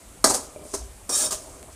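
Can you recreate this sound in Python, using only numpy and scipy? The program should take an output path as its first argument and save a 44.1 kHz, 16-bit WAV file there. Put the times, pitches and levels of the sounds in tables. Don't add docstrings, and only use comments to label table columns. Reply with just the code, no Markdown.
import sys
import numpy as np
from scipy import signal
from scipy.fft import rfft, irfft, next_fast_len
from scipy.io import wavfile

SR = 44100
rng = np.random.default_rng(int(sys.argv[2]) if len(sys.argv) > 2 else 0)


def store_pcm(level_fs):
    pcm = np.round(np.clip(level_fs, -1, 1) * 32767).astype(np.int16)
    wavfile.write(sys.argv[1], SR, np.atleast_2d(pcm).T)


def makeup_ratio(level_db):
    decades = np.asarray(level_db, float) / 20
    return 10 ** decades


N = 77175

# (frequency [Hz], width [Hz], level [dB])
LADLE_MODES = [(3740, 60, -9.5), (4565, 96, -12), (5400, 53, -2.5), (5666, 10, -4), (6100, 27, -10),
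               (6520, 69, -2), (7160, 77, 1), (7490, 97, 0.5), (8160, 450, 0.5), (8600, 90, -2.5),
               (8570, 27, 5), (9273, 87, 3.5), (9540, 100, -1), (10150, 31, -8)]


def rms_one(x):
    return x / np.sqrt(np.mean(x ** 2) + 1e-20)


def drift(rate_hz):
    step = 40
    settle = 2000
    r = np.exp(-2 * step * np.pi * rate_hz / SR)
    white = rng.standard_normal(N // step + settle + 2)
    slow = signal.lfilter([1], [1, -2 * r, r * r], white)[settle:]
    return np.interp(np.arange(N) / step, np.arange(len(slow)), rms_one(slow))


def ring(x, hz, width_hz):
    r = np.exp(-np.pi * width_hz / SR)
    w = 2 * np.pi * hz / SR
    return signal.lfilter([0, np.sin(w)], [1, -2 * r * np.cos(w), r * r], x + 1e-18)


def body(x, modes, patchy_db):
    out = np.zeros(N)
    for k, (hz, width_hz, db) in enumerate(modes):
        gain = (-1) ** k * makeup_ratio(db) * np.sqrt(width_hz * np.log(10)) / 10
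        out += gain * ring(x * makeup_ratio(patchy_db * drift(8)), hz, width_hz)
    return out


def colour(x, points, patchy_db):
    hz, db = np.transpose(points)
    edges_hz = np.geomspace(hz[0], hz[-1], int(3 * np.log2(hz[-1] / hz[0])) + 1)
    out = np.zeros(N)
    for k, (low, high) in enumerate(zip(edges_hz, edges_hz[1:])):
        band_db = np.interp(np.log(low * high) / 2, np.log(hz), db)
        sos = signal.butter(2, [low, high], "band", fs=SR, output="sos")
        out += (-1) ** k * makeup_ratio(band_db + patchy_db * drift(13.3)) * signal.sosfilt(sos, x)
    return out


def gas_flame():
    # (frequency [Hz], level [dB per Hz])
    rumble_spectrum = [(12, -49), (20, -15), (60, -3.5), (151, -21.5), (380, -20.5), (447, -24.5),
                       (489, -20), (536, -19), (1500, -33.5), (1950, -72), (3300, -120)]
    hiss_spectrum = [(880, -22), (1500, 7.5), (1720, -19.5), (1810, -2.5), (2410, -5.5), (5070, -9),
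                     (7390, -2.5), (8830, 1.5), (16000, -21)]
    rumble = rms_one(colour(rng.standard_normal(N), rumble_spectrum, 2.6))
    hiss = rms_one(colour(rng.standard_normal(N), hiss_spectrum, 1.0))
    return makeup_ratio(-49) * rumble + makeup_ratio(-51.5) * hiss


def knocks():
    # (time [s], peak level [dB], clink level [dB], contact length [s])
    hits = [
        (0.242, -4.5, -1, 0.0083),
        (0.2562, -13.5, -12, 0.0024),
        (0.7383, -29, 2.5, 0.012),
        (.748, -30.5, -2, 0.0065),
        (1.0945, -26.5, -4.5, 0.011),
        (1.319, -29.5, -11, .005),
    ]
    # (frequency [Hz], width [Hz], level [dB])
    thud_modes = [(253, 48, -4.5), (401.3, 38, -0.5), (520, 31, -7), (650, 36, -0.5), (800, 44, -4),
                  (952, 96, -5), (1212, 107, -0.5), (1644, 77, -12.5), (2025, 110, -16.5)]
    # (frequency [Hz], level [dB per Hz])
    clink_spectrum = [(880, -13), (1500, -3.5), (2830, -31.5), (3520, -14), (4200, -5.5), (5440, -2.5),
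                      (7100, -3.5), (9470, -5), (16000, -29)]
    clink_t60_s, ladle_ring, first_tap = 0.087, 0.53, 1.26
    out, t = np.zeros(N), np.arange(N) / SR
    for start_s, peak_db, clink_db, contact_s in hits:
        since_s = np.maximum(t - start_s, 0)
        touching = (t >= start_s) * np.exp(-since_s / contact_s)
        force = rng.standard_normal(N) * touching / np.sqrt(contact_s * SR)
        force[int(start_s * SR)] -= first_tap
        out += makeup_ratio(peak_db - 9) * body(force, thud_modes, 1)

        white = rng.standard_normal(N)
        clink = rms_one(colour(white, clink_spectrum, 0.5))
        clink += ladle_ring * rms_one(body(white, LADLE_MODES, 2.5))
        decay = (t >= start_s) * makeup_ratio(-60 * since_s / clink_t60_s)
        out += makeup_ratio(peak_db + clink_db - 3) * clink * decay
    return out


def scraping():
    # (time [s], grinding level [dB], weight on the pan [dB])
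    strokes = [
        [(0.262, -22, 3), (0.272, -24, -2), (0.29, -25.5, -3.5), (0.31, -18.5, -4.5), (0.33, -31.5, -0.5),
         (0.346, -20, -9.5), (0.39, -37, -1.5), (0.53, -59, 5), (0.54, -55, 7.5)],
        [(0.63, -64, 16), (0.644, -50.5, 0.5), (0.73, -46, -13.5), (0.736, -39, 2), (0.746, -27, -4),
         (0.768, -39, -8), (0.918, -63.5, -1), (0.928, -61, -23), (0.94, -69, -14)],
        [(1.093, -27.5, -5), (1.099, -25.5, -5.5), (1.119, -26, -9), (1.151, -20, -24.5), (1.225, -20.5, -15),
         (1.265, -24.5, -12.5), (1.3, -40, -2.5)],
        [(1.302, -51, 5), (1.31, -24, -12), (1.33, -22.5, -11.5), (1.376, -43.5, -6.5), (1.612, -55.5, 7),
         (1.626, -58, 6.5), (1.69, -66.5, 18.5), (1.732, -49, -13), (1.75, -65, 2)],
    ]
    bare_shares = [0.25, 0.17, 0.83, 0.27]
    # (frequency [Hz], level [dB per Hz])
    grain_spectrum = [(880, -26), (1500, -15), (2970, -21), (3480, -14), (5170, -6), (6310, -3),
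                      (8490, 2.5), (9950, -15), (16000, -20)]
    # (frequency [Hz], width [Hz], level [dB])
    handle_modes = [(1203, 76, -9), (1330, 52, -16), (1686, 25, -14.5), (2420, 80, -19), (2570, 91, -22),
                    (3130, 68, -23.5), (11550, 54, -9), (12900, 80, -18), (14700, 150, -14)]
    pan_modes = [(103.5, 57, -10.5), (204, 32, -11), (270, 42, -1), (402, 23, 0), (487.5, 36, -4),
                 (615, 46, -0.5), (718, 52, -3.5), (797, 130, -3.5), (1013, 80, -4.5), (1213, 127, -6),
                 (1640, 190, -15), (2290, 170, -20.5)]
    lifted_db, land_s = -64.5, 0.0042
    grains_per_s, grain_spread_db = 6000, 3.5
    grind_patch_db, sing_patch_db = 2, 3

    rows = []
    for stroke, share in zip(strokes, bare_shares):
        first, last = stroke[0], stroke[-1]
        landing = (first[0] - land_s, lifted_db, first[2])
        lifting = (last[0] + land_s / 6, lifted_db, last[2])
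        rows += [(*row, share) for row in [landing, *stroke, lifting]]
    time_s, *columns = np.transpose(rows)
    level_db, weight_db, bare = [np.interp(np.arange(N) / SR, time_s, c) for c in columns]

    size_db = grain_spread_db * np.minimum(rng.exponential(1, (3, N)), 4)
    sizes = makeup_ratio(size_db) * rng.choice([-1, 1], (3, N))
    loose, edge, load = sizes * (rng.random((3, N)) < grains_per_s / SR)
    hiss = rms_one(colour(loose, grain_spectrum, grind_patch_db))
    sing = rms_one(body(edge, LADLE_MODES + handle_modes, sing_patch_db))
    pan = rms_one(body(load, pan_modes, sing_patch_db))
    return makeup_ratio(level_db) * (np.sqrt(1 - bare) * hiss + bare * sing + makeup_ratio(weight_db) * pan)


def pan_rocking():
    # (time [s], peak level [dB])
    rocks = [
        (0.561, -30.5),
        (0.595, -35),
        (0.625, -40),
        (0.653, -36.5),
    ]
    # (frequency [Hz], level [dB], t60 [s])
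    rock_modes = [(599, 1, 0.098), (427, -8.5, 0.21), (516, -6, 0.092), (2350, -12, .04)]
    out = np.zeros(N)
    time_s, peak_db = np.transpose(rocks)
    for hz, mode_db, t60_s in rock_modes:
        taps = np.zeros(N)
        scatter_db = rng.normal(0, 1.2, len(time_s))
        taps[(time_s * SR).astype(int)] = makeup_ratio(peak_db + mode_db - 3 + scatter_db)
        soft_taps = np.convolve(taps, np.hanning(9) / 4)[:N]
        out += ring(soft_taps, hz, np.log(1000) / np.pi / t60_s)
    return out


def stove_hum():
    start_s, rise_s, fall_s, hz = 0.772, 0.04, 0.056, 57.5
    since_s = np.maximum(np.arange(N) / SR - start_s, 0)
    rise = 1 - np.exp(-(since_s / rise_s) ** 2)
    fall = np.exp(-np.maximum(since_s - rise_s, 0) / fall_s)
    return makeup_ratio(-31) * rise * fall * np.sin(2 * np.pi * hz * since_s)


def grain_pop():
    # (time [s], peak level [dB])
    pops = [
        (1.629, -25.5),
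    ]
    out = np.zeros(N)
    for time_s, peak_db in pops:
        click = np.zeros(N)
        click[int(time_s * SR)] = makeup_ratio(peak_db)
        out += ring(click, 8300, 2500) + 0.56 * ring(click, 3200, 2500)
    return out


def kitchen(x):
    t60_s, wall_cut_hz = 0.35, 4900
    size = next_fast_len(2 * N)
    w = 2 * np.pi * np.arange(size // 2 + 1) / size
    dull = 1 / (1 + 1j * w * SR / (2 * np.pi * wall_cut_hz * 4))
    response = 0
    for k, lag_s in enumerate(rng.uniform(0.009, 0.035, 10)):
        loop = makeup_ratio(-60 * lag_s / t60_s) * dull * np.exp(-1j * w * lag_s * SR)
        response = response + (-1) ** k * loop / (1 - loop)
    return irfft(rfft(x, size) * response, size)[:N]


def scene():
    flame = gas_flame()
    pan = knocks() + scraping() + pan_rocking() + stove_hum() + grain_pop()
    return (flame + pan + makeup_ratio(-19) * kitchen(pan))[None]


def roll_off(x):
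    return signal.sosfilt(signal.butter(12, 16830, fs=SR, output="sos"), x)


def record(dry):
    overload, cutoff_hz = 0.97, 15950
    rounded = overload * np.tanh(dry / overload)
    low_pass = signal.cheby2(14, 50, cutoff_hz, fs=SR, output="sos")
    return roll_off(0.99 * signal.sosfilt(low_pass, rounded))


dry = scene()
out = record(dry)
store_pcm(out)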